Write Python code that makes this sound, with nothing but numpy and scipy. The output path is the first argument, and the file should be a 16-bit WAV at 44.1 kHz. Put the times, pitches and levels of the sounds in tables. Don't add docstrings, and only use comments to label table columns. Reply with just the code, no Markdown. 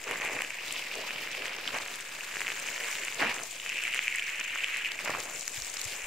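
import sys
import numpy as np
from scipy import signal
from scipy.fft import rfft, irfft, next_fast_len
from scipy.io import wavfile
from scipy.ndimage import uniform_filter1d, map_coordinates

SR = 44100
rng = np.random.default_rng(int(sys.argv[2]) if len(sys.argv) > 2 else 0)


def ratio_of_db(decibels):
    return 10 ** (np.asarray(decibels, float) / 20)


def output_pcm(signal):
    pcm = np.clip(np.atleast_2d(signal).T, -1, 1) * 32767
    wavfile.write(sys.argv[1], SR, np.round(pcm).astype(np.int16))


N = 267246


def unit(x):
    return x / np.sqrt(np.mean(x ** 2) + 1e-20)


def along(points, hz):
    f, v = np.transpose(points)
    return np.interp(np.log(hz + 1), np.log(f + 1), v)


def played(rows):
    s, *cols = np.transpose(rows)
    return [np.interp(np.arange(N) / SR, s, c) for c in cols]


def wobble(rate):
    knots = rng.standard_normal(int(N * rate / SR) + 4)
    return map_coordinates(knots, [np.arange(N) * rate / SR])


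def filtered(x, response):
    m = next_fast_len(N + 8192)
    return irfft(rfft(x, m) * response(np.fft.rfftfreq(m, 1 / SR)), m)[..., :N]


def ring(x, hz, width_hz):
    return filtered(x, lambda f: 1j * f * width_hz / (hz * hz - f * f + 1j * f * width_hz))


def impacts(s, gain, hz, cycles, pan_db, lag_s, size):
    out, k = np.zeros((2, N)), np.arange(size) - size // 3
    for port, side in enumerate((.5, -.5)):
        at = s * SR + side * lag_s * SR
        whole = np.round(at).astype(int)[:, None] + k
        turns = (whole - at[:, None]) / SR * hz[:, None]
        lopsided = np.where(turns < 0, .7, 1.3)
        shape = np.exp(-(turns / (cycles * lopsided)) ** 2)
        wave = (gain * ratio_of_db(side * pan_db))[:, None] * shape * np.cos(2 * np.pi * turns)
        out[port] = np.bincount(np.clip(whole, 0, N).ravel(), wave.ravel(), N + 1)[:N]
    return out


def wash(patchy_db):
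    # frequency in Hz, correlation from 0 to 1.
    likeness = [(30, 0.91), (70, 0.25), (130, 0.61), (290, 0.6), (640, 0.43), (1400, 0.5), (3100, 0.57),
                (5000, 0.31), (7000, 0), (15000, 0)]
    z = signal.stft(rng.standard_normal((2, N)), nperseg=256)[2]
    field = rng.standard_normal(z.shape[1:])
    field = uniform_filter1d(uniform_filter1d(field, 5, 0), 4, 1)
    pair = signal.istft(z * ratio_of_db(patchy_db * unit(field)), nperseg=256)[1][:, :N]

    def mid_side_gain(hz):
        turn = np.arccos(np.clip(along(likeness, hz), -1, 1)) / 2
        return np.array([np.cos(turn), np.sin(turn)])

    mid, side = filtered(pair, mid_side_gain)
    return unit(np.array([mid + side, mid - side]))


def patter(spectrum, clumps, hz, octaves, cycles, spread_db, lag_s, wash_db, u, size):
    g = rng.standard_normal(u.shape)
    gain = ratio_of_db(-spread_db * np.log(1 - .95 * u[:, 1])) * np.sign(u[:, 2] - .5)
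    pitch_hz = np.clip(hz * 2 ** (octaves * g[:, 0]), 220, 15000)
    drops = impacts(u[:, 0] * N / SR, gain, pitch_hz, cycles, 2.7 * g[:, 1], lag_s * g[:, 2], size)
    power = uniform_filter1d(np.abs(rfft(drops)).mean(0) ** 2, 1500)
    flat = unit(irfft(rfft(drops) / np.sqrt(power + .03 * power.max()), N))
    mix = clumps * (flat + ratio_of_db(wash_db) * wash(patchy_db=-0.5))
    return unit(filtered(mix, lambda f: ratio_of_db(along(spectrum, f))))


def surroundings():
    # frequency in Hz, level in dB per Hz.
    hum_colour = [(12, -38), (20, 0), (35, -24), (54, -8), (300, -9), (528, -8.5), (700, -3), (910, -32),
                  (1540, -120)]
    # time in seconds, peak level in dB, pitch in Hz.
    hand_bumps = [
        (5.575, -35, 111),
        (5.614, -42, 48.7),
        (5.854, -33, 101),
        (6.039, -43, 40.7),
    ]
    gusts = ratio_of_db(1.5 * wobble(13))
    hum = unit(filtered(wash(patchy_db=3.5), lambda f: ratio_of_db(along(hum_colour, f))))
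    s, db, hz = np.transpose(hand_bumps)
    bumps = impacts(s + 0.0069, ratio_of_db(db - 9.5), hz, 0.93, 7 + 0 * s, 0.0017 + 0 * s, size=3000)
    return ratio_of_db(-63) * gusts * hum + bumps


def gurgles():
    # middle of the run in seconds, level in dB, pitch in Hz.
    pockets = [
        (0.1, -37.5, 523),
        (0.331, -37.5, 525),
        (0.991, -35, 527),
        (1.41, -42, 480),
        (2.6, -49, 640),
        (2.82, -41, 596),
        (3.0, -43.5, 560),
        (3.259, -41.5, 233),
        (5.128, -43.5, 136),
    ]
    bubbles = 14
    s, db, hz = np.repeat(np.transpose(pockets), bubbles, axis=1)
    place = np.tile(np.linspace(-1, 1, bubbles), len(pockets))
    g = rng.standard_normal((len(s), 3))
    swell_db = db - 9 * place ** 2 + 1.4 * g[:, 1]
    at_s = s + 0.05 * place + 0.00301 * g[:, 0]
    return impacts(at_s, ratio_of_db(swell_db), hz * 2 ** (0.2 * g[:, 2]), 1.02, 0 * s, 0 * s, size=900)


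def ticks():
    # time in seconds, peak level in dB, pitch in Hz, left over right in dB.
    near_spray = [(0.04, -28, 7060, 12), (0.1102, -29, 6760, 17), (0.249, -27.5, 7150, 11),
                  (0.419, -23, 7650, 8), (0.6813, -29, 6640, 6), (0.7246, -23, 8200, 10),
                  (0.8393, -32, 6790, 8), (0.9535, -26.5, 6640, 9), (1.3145, -26.5, 5800, 4),
                  (1.3219, -33, 5770, 2), (1.5646, -30, 5700, 9), (1.6761, -28.0, 6060, 1),
                  (1.7858, -25.5, 5420, -1), (1.8767, -28.5, 7160, 6), (1.957, -29, 7950, 14),
                  (2.0069, -29.5, 8290, 11), (2.4058, -27, 7850, 8), (2.598, -25.5, 7100, 8),
                  (2.8561, -30, 6830, 5), (2.9132, -24, 6600, 7), (3.0486, -23, 7350, 6),
                  (3.1445, -25, 6900, 9), (3.342, -23.5, 6860, 7), (3.4337, -20, 7240, 2),
                  (3.693, -24.5, 6300, 6), (3.817, -33, 7410, 8), (3.8366, -25.0, 7340, 7),
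                  (3.945, -25, 8500, 11), (4.039, -30, 7300, 11), (4.0801, -35, 6220, 6),
                  (4.158, -24.5, 8200, 11), (4.3988, -24.5, 6940, 11), (4.7696, -28, 7100, 11),
                  (4.9176, -26.0, 5300, -1), (5.0486, -21.5, 7340, 8), (5.102, -24, 6420, 3),
                  (5.2023, -22.5, 6880, 10), (5.254, -28, 7250, 7), (5.395, -24, 6590, 4),
                  (5.402, -29, 6660, 0), (5.409, -22, 6050, 8), (5.418, -34, 7250, 3),
                  (5.4785, -17, 6700, 7), (5.6461, -27, 7640, 7), (5.6988, -22.5, 6660, 5),
                  (5.7396, -24, 6600, 10), (5.794, -24, 7600, 5), (5.8146, -18, 6700, 2),
                  (5.842, -22.5, 6850, 11), (5.85, -22, 7400, 4),
                  (5.36, -28, 6000, 4),
        (5.454, -27, 6800, 6),
        (5.465, -31, 6500, 4),
        (5.601, -25, 6500, 5),
        (5.6205, -21.5, 6040, 1),
        (5.769, -22, 5960, 1),
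    ]
    pieces = 12
    s, db, hz, pan_db = np.repeat(np.transpose(near_spray), pieces, axis=1)
    shard = np.arange(len(s)) % pieces > 0
    g = rng.standard_normal((len(s), 3))
    late_s = 0.00089 + 0.0009 * shard * (g[:, 0] + 0.298)
    pitch_hz = np.clip(hz * 2 ** ((0.027 + 0.4 * g[:, 1]) * shard), 2500, 14500)
    gain = ratio_of_db(db - 4.5 - 8.6 * shard)
    return impacts(s + late_s, gain, pitch_hz, 2.1, pan_db - 5.5, 4e-5 * g[:, 2], size=64)


def splats():
    # time in seconds, peak level in dB,
    # pitch in Hz, length in cycles.
    leaf_drops = [(0.0401, -24.5, 2470, 1.2), (0.0772, -25.0, 2320, 1.0), (0.0915, -32, 2140, 0.7),
                  (0.1578, -21.5, 1920, 1.5), (0.211, -21.5, 2090, 1), (0.2187, -17.5, 2410, 1.3),
                  (0.2295, -26, 2060, 2.4), (0.2499, -22.5, 2200, 0.9), (0.2567, -21.5, 2090, 0.94),
                  (0.2627, -18, 2120, 0.63), (0.2691, -20, 2320, 1.1), (0.2883, -18, 2290, 1.3),
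                  (0.2963, -21, 2200, 0.67), (0.3898, -17, 2170, 1.2), (0.4471, -19, 2450, 1.1),
                  (0.505, -19, 2370, 1.3), (0.5437, -24.5, 2240, 1.8), (0.5862, -23, 2460, 2.0),
                  (0.6809, -23, 3270, 0.86), (0.7077, -19, 2720, 1.2), (0.7585, -21, 3150, 1.2),
                  (0.7632, -19.5, 2540, 1.6), (0.7836, -25, 2800, 1.1), (0.8236, -25.0, 2370, 1.2),
                  (0.914, -23, 2640, 1.6), (0.9388, -25.0, 3060, 1.1), (0.9535, -27, 2800, 0.88),
                  (1.0915, -23.0, 2220, 0.92), (1.1067, -16.5, 2330, 0.71), (1.16, -24.5, 3020, 1.7),
                  (1.2735, -20, 2210, 0.9), (1.349, -20, 2500, 1.3), (1.3772, -22.5, 2680, 1),
                  (1.4216, -18, 2470, 0.98), (1.456, -17, 2360, 1.0), (1.4804, -20, 2880, 1.3),
                  (1.5407, -25.0, 2480, 1.3), (1.5846, -22, 2390, 0.57), (1.655, -23, 2140, 0.8),
                  (1.6766, -15, 3160, 1.7), (1.683, -23, 2360, 0.6), (1.7498, -23, 2330, 0.9),
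                  (1.7605, -24.0, 2100, 0.7), (1.7856, -23, 2310, 0.9), (1.8616, -20.5, 2120, 0.7),
                  (1.882, -22.0, 2570, 0.8),
                  (1.941, -24.5, 2250, 0.65), (2.0008, -25.0, 2220, 0.77), (2.208, -22.5, 2630, 2.1),
                     (2.3398, -21, 2390, 0.66), (2.3569, -19, 2240, 0.7), (2.4163, -14.5, 2200, 0.69),
                     (2.447, -21, 2040, 0.72), (2.4635, -18, 2610, 0.65), (2.4687, -15, 2410, 1.3),
                     (2.4796, -16, 2370, 0.98), (2.486, -17, 2110, 0.92), (2.5019, -16, 2330, 1.1),
                     (2.5185, -16, 2540, 0.7), (2.564, -25, 2220, 0.9), (2.5743, -21.5, 2170, 0.9),
                     (2.6399, -22, 2190, 0.65), (2.675, -20.5, 2380, 1.1), (2.6862, -21, 2340, 1.1),
                     (2.7406, -26, 2300, 0.7), (2.7599, -23, 2070, 1.3), (2.7782, -21, 2280, 0.83),
                     (2.808, -21, 2040, 1.0), (2.8371, -18, 2500, 1), (2.8454, -20, 2160, 0.9),
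                     (2.8856, -20, 2450, 0.73), (2.9129, -23.0, 2130, 1.3), (2.928, -20, 2370, 1.2),
                     (2.9535, -19, 2520, 0.62), (3.0344, -19, 2430, 1.2), (3.0728, -21.5, 2320, 1.1),
                     (3.0823, -16, 2420, 1.1), (3.124, -20, 2670, 1.0), (3.1964, -19.5, 2190, 0.79),
                     (3.2051, -22, 1880, 1.6), (3.2176, -16, 1930, 0.83), (3.2697, -19.0, 2280, 0.9),
                     (3.3077, -27, 2480, 0.8), (3.3659, -23, 1860, 1), (3.3832, -20, 2650, 0.9),
                     (3.3912, -22, 2270, 0.78), (4.9897, -19, 2330, 1.8), (5.0584, -17, 2130, 0.65),
                     (5.0825, -21, 1850, 1.2), (5.4784, -20.5, 2120, 0.81), (5.7679, -21.5, 2360, 0.66),
                     (6.0432, -27, 2390, 0.8)]
    hollow_drops = [(3.5639, -27.5, 2940, 0.9), (3.5992, -20.5, 2930, 1), (3.6617, -17, 2280, 0.74),
                    (3.6927, -22.0, 2740, 2.5), (3.6983, -19.5, 2570, 3.5), (3.7197, -18, 2420, 0.9),
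                    (3.7274, -19.5, 2360, 1.1), (3.7805, -22.0, 2500, 1.8), (3.7881, -20, 2670, 2.8),
                    (3.7983, -24, 2410, 2.1), (3.8366, -15, 2500, 1.3), (3.8519, -19, 2410, 2.7),
                    (3.8786, -15, 2350, 1), (3.9379, -16, 2330, 1.2), (3.945, -15, 2310, 0.82),
                    (3.9603, -18, 2080, 0.85), (3.9755, -20.5, 2470, 1.2), (3.9804, -23, 2390, 1.3),
                    (3.9911, -8.5, 2410, 0.9), (4.0563, -27, 2490, 1.4), (4.0632, -25, 2270, 1.1),
                    (4.0718, -18.5, 2350, 1.4), (4.0799, -9, 2390, 1.36), (4.0967, -27, 2370, 1.4),
                    (4.125, -17, 2410, 1.4), (4.1396, -22, 2270, 1.1), (4.1491, -17.5, 2250, 1.6),
                    (4.1839, -18.5, 2270, 1.8), (4.1953, -14.5, 2740, 1.3), (4.2226, -19.0, 2330, 2.9),
                    (4.2917, -21.5, 2150, 1.2), (4.3457, -21, 2460, 1.6), (4.3723, -26, 2340, 1.0),
                    (4.3807, -24, 2330, 1.3), (4.3947, -18, 2120, 0.72), (4.4022, -20, 2410, 1.1),
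                    (4.4101, -17, 2420, 0.78), (4.5857, -23, 2570, 1.9), (4.5964, -22.0, 2440, 1.8),
                    (4.6053, -21, 2590, 1.4), (4.6371, -17, 2520, 1.6), (4.6432, -11, 2700, 1.1),
                    (4.6833, -19.5, 2530, 1.2), (4.7423, -19.0, 2510, 2.8), (4.7623, -18, 2290, 1.0),
                    (4.771, -24, 2290, 1.5), (4.8477, -16, 2550, 1.7), (4.8579, -16.5, 2610, 2.3),
                    (4.8631, -21.5, 2460, 1.8), (4.9182, -18, 3100, 0.55)]
    # time in seconds, peak level in dB, pitch in Hz, thud over the pat in dB.
    heavy_slugs = [(0.111, -15.5, 2090, -4), (0.1994, -24, 2270, -3), (.275, -19, 2280, -6.5),
                   (0.366, -19, 2050, -4), (0.407, -18, 2130, -8), (0.4199, -14, 2500, -16),
                   (1.742, -24.5, 2260, 4), (2.368, -19, 2010, -11), (2.4056, -19, 1880, -11),
                   (3.2237, -11, 1750, -6.5), (3.231, -16, 1560, -13), (3.2364, -21, 2520, -17),
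                   (3.2452, -17, 1830, -4), (4.558, -22, 1450, -14), (5.0761, -17, 2270, -6),
                   (5.0955, -24, 1100, 3), (5.149, -21, 1160, -15)]
    rows = [(*r, -19) for r in leaf_drops]
    rows += [(*r, -31) for r in hollow_drops]
    rows += [(*r[:3], 1, r[3]) for r in heavy_slugs]
    s, db, hz, cycles, thud_db = np.transpose(rows)
    g = rng.standard_normal((len(s), 3))
    pan_db, lag_s = 0.87 * g[:, 2], 2e-5 * g[:, 0]
    pats = impacts(s + 0.000909, ratio_of_db(db - 2.0), hz, 0.99 * cycles[:, None], pan_db, lag_s, size=320)
    cracks = impacts(s + 0.0008, ratio_of_db(db - 15), 5500 + 0 * s, 0.76, pan_db, lag_s, size=48)
    thud_hz = 650 * 2 ** (0.39 * np.clip(g[:, 1], -1, 2))
    thuds = impacts(s + 0.001, ratio_of_db(db + thud_db - 5.0), thud_hz, 0.31, pan_db, 0 * s, size=256)
    return pats + cracks + thuds


def bursts(base_db, rows, rise, fall):
    t, power = np.arange(N) / SR, ratio_of_db(2 * np.array(base_db))
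    for s, hold_s, *tops_db in rows:
        loss_db = rise * np.clip(s - t, 0, 1) + fall * np.clip(t - s - hold_s, 0, 2)
        power = power + ratio_of_db(2 * np.array(tops_db))[:, None] * ratio_of_db(-2 * loss_db)
    return 10 * np.log10(power)


def aim():
    # time in seconds, force on the leaves in dB, bare sheet over it in dB.
    landing = [(0, -46.5, -3.5), (.18, -42.5, -6), (.22, -36.5, -11), (.56, -41.5, -5.5),
               (1.48, -39.5, -4.5), (1.63, -43, -3.5), (2.26, -41, -9), (2.48, -39.5, -6.5),
               (2.55, -39.5, -8.5), (3.07, -38.5, -10.5), (3.17, -44, -9), (3.48, -50, -3.5),
               (3.73, -35.5, -13), (4.22, -36.5, -17.5), (4.39, -37, -14.5), (4.89, -35.5, -16),
               (5.02, -49.5, -4), (6.06, -42, -5)]
    # time in seconds, fine spray in dB, coarse drops over it in dB.
    breakup = [(0, -48.5, -4), (.49, -46, -4.5), (.57, -53.5, 4), (.72, -51, 5), (.99, -55.5, 8),
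               (1.3, -53.5, 7), (1.64, -60.5, 12.5), (1.71, -48, -1.5), (2.02, -48.5, -2.5),
               (2.88, -42, -5.5), (3.13, -44.5, -4), (3.18, -51.5, 3), (3.31, -48.5, 2.5),
               (3.38, -45.5, -5), (4.17, -46.5, -6), (4.97, -49.5, -3.5), (5.13, -48, 0), (5.36, -43, -12)]
    # start in seconds, hold in seconds, sheet level in dB, leaf level in dB.
    sweeps = [(0.084, 0.068, -39.5, -38.5), (0.214, 0.082, -38.5, -50), (0.353, 0.052, -38.5, -44),
              (1.567, 0.014, -42.5, -55), (1.677, 0.014, -42, -39.5), (1.748, 0.014, -34.5, -37),
              (1.792, 0.017, -44, -55), (2.86, 0.011, -47, -41), (3.222, 0.0061, -27.5, -29),
              (3.254, 0.051, -37, -32), (3.334, 0.083, -42, -48), (4.074, .005, -61, -44),
              (5.01, .002, -45.5, -40), (5.066, 0.036, -36.5, -38), (5.14, 0.012, -38, -36.5),
              (5.187, .005, -42, -46), (5.26, 0.13, -46.5, -46.5), (5.917, .01, -66, -52)]
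    # start in seconds, hold in seconds, fine spray level in dB, coarse level in dB.
    puffs = [
        (0.656, 0.0091, -50, -44),
        (1.682, .002, -52, -44),
        (3.21, .005, -49, -44),
        (3.357, 0.0079, -43.5, -62),
        (5.05, .002, -54, -58),
        (5.377, 0.054, -45, -50.5),
        (5.532, 0.16, -53, -50.5),
        (5.752, 0.17, -51.5, -48),
    ]
    force_db, bare_db = played(landing)
    fine_db, coarse_db = played(breakup)
    sheet_db, leaves_db = bursts([force_db + bare_db, force_db], sweeps, rise=359, fall=263)
    spray_db, splash_db = bursts([fine_db, fine_db + coarse_db], puffs, rise=347, fall=180)
    return sheet_db, leaves_db, spray_db, splash_db


def sheet_drumming(drops, slugs, beads):
    # frequency in Hz, level in dB per Hz.
    sheet_colour = [(60, 6), (115, 0), (190, -10), (250, -7.5), (330, -5.5), (540, -2), (780, -3.5),
                    (1000, -1.5), (1500, -5.5), (2600, 2.5), (5000, -42)]
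    sway = .6 * wobble(9)
    clumps = ratio_of_db(0.96 * slugs + 0.3 * beads + sway)
    return patter(sheet_colour, clumps, 603, 0.87, 1.06, 2.06, 4e-5, 0.013, u=drops, size=160)


def leaf_patter(drops, slugs, beads):
    # frequency in Hz, level in dB per Hz.
    leaf_colour = [(500, -22), (1200, -12), (1700, -3), (2050, -3.5), (2450, -1), (2900, -4.5),
                   (3500, -17.5), (4300, -19.5), (8000, -74)]
    # time in seconds, share of drops falling into a hollow (0-1), how full of water it stands (0-1).
    hollow_moves = [(0, .3, 0), (.5, .26, 0.1), (.7, 1, 0.83), (1.6, .1, 0.5), (1.9, 0, 0.6),
                    (2.4, .03, 0.2), (3.1, 0.1, .5), (3.3, 0.09, 0.3), (3.6, 1, 1), (4.3, 0.53, 0.75),
                    (4.9, 0.8, 0.96), (5.05, .06, 0), (5.5, 0.15, 0.1), (6.06, .3, 0.6)]
    # resonance in Hz, width in Hz.
    cavity = [
        (2150, 450),
        (2850, 1600),
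    ]
    hollow, full = np.clip(played(hollow_moves), 0, 1)
    full = np.clip(full + 0.24 * wobble(25), 0, 1)
    clumps = ratio_of_db(0.59 * slugs + 0.99 * beads)
    leaves = patter(leaf_colour, clumps, 2380, 0.38, 1.08, 1.25, 2e-5, 6.7, u=drops, size=128)
    empty_ring, full_ring = ring(leaves, *cavity[0]), ring(leaves, *cavity[1])
    cupped = unit(np.sqrt(1 - full) * empty_ring + np.sqrt(full) * full_ring)
    return np.sqrt(1 - hollow) * leaves + np.sqrt(hollow) * cupped


def coarse_splash(drops, slugs, beads, specks):
    # frequency in Hz, level in dB per Hz.
    splash_colour = [(1500, -34), (2800, -2.5), (3550, 0.5), (4200, -2), (5000, -0.5), (6000, -7),
                     (8400, -10.5), (9800, -17), (15000, -15)]
    clumps = ratio_of_db(1.22 * slugs + 0.5 * beads + 1.23 * specks)
    return patter(splash_colour, clumps, 4960, 0.8, 1.46, 4.6, 1.5e-5, 3.8, u=drops, size=64)


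def fine_spray(drops, slugs, beads, specks, spray_db):
    # frequency in Hz, level in dB per Hz.
    spray_colour = [(3500, -30), (5200, -8), (6200, -4), (7200, -4), (8400, -6), (9000, -10), (9700, -14),
                    (10300, -13), (11300, -13), (12400, -17), (13400, -12), (14300, -16), (15300, -14)]
    clumps = ratio_of_db(0.65 * slugs + 0.98 * beads + 1.08 * specks)
    spray = patter(spray_colour, clumps, 8420, 0.52, 3.0, 4.8, 2.5e-5, 0.48, u=drops, size=48)
    spray = unit(spray + [[1.1], [0]] * ring(spray, 7110, 550))
    finest = filtered(spray, lambda f: 1 / (1 + (9300 / (f + 1)) ** 12))
    return spray - finest + finest * ratio_of_db(0.32 * (spray_db.mean() - spray_db))


def stream(sheet_db, leaves_db, spray_db, splash_db):
    slugs, beads, specks = wobble(30), wobble(110), wobble(70)
    drops = rng.random((9000, 3))
    sheet = sheet_drumming(drops[4000:], slugs, beads)
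    leaves = leaf_patter(drops[:4000], slugs, beads)
    splash = coarse_splash(drops[:5000], slugs, beads, specks)
    spray = fine_spray(drops, slugs, beads, specks, spray_db)
    struck = ratio_of_db(sheet_db - 0.5) * sheet + ratio_of_db(leaves_db - 2.31) * leaves
    return struck + ratio_of_db(splash_db + 2.0) * splash + ratio_of_db(spray_db - 1.5) * spray


def scene():
    water = gurgles() + ticks() + splats() + stream(*aim())
    return surroundings() + filtered(water, lambda f: 1 / (1 + (140 / (f + 1)) ** 4))


def top_cut(x):
    return signal.sosfilt(signal.butter(12, 16690, fs=SR, output="sos"), x)


def record(dry):
    # frequency in Hz, left over right in dB.
    port_colour = [(60, 2), (92, -2), (140, 1), (210, 2), (330, 0), (500, 4), (770, 1), (1170, -4.5),
                   (1790, -1.5), (2740, 1.5), (4190, -3), (6410, 5.5), (9810, 11), (15000, 9.5)]
    # frequency in Hz, lead of the left port in radians.
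    port_lead = [(20, 0), (430, .1), (780, -.8), (1720, .3), (2930, -.4), (3960, 0), (5680, .2), (8100, -1),
                 (10500, -3)]
    top_hz, dc_offset = 15650, .0021
    side = np.array([[.5], [-.5]])

    def port_response(f):
        colour = ratio_of_db(side * along(port_colour, f))
        return (f < top_hz) * colour * np.exp(1j * side * along(port_lead, f))

    return top_cut(filtered(dry, port_response) + dc_offset)


dry = scene()
out = record(dry)
output_pcm(out)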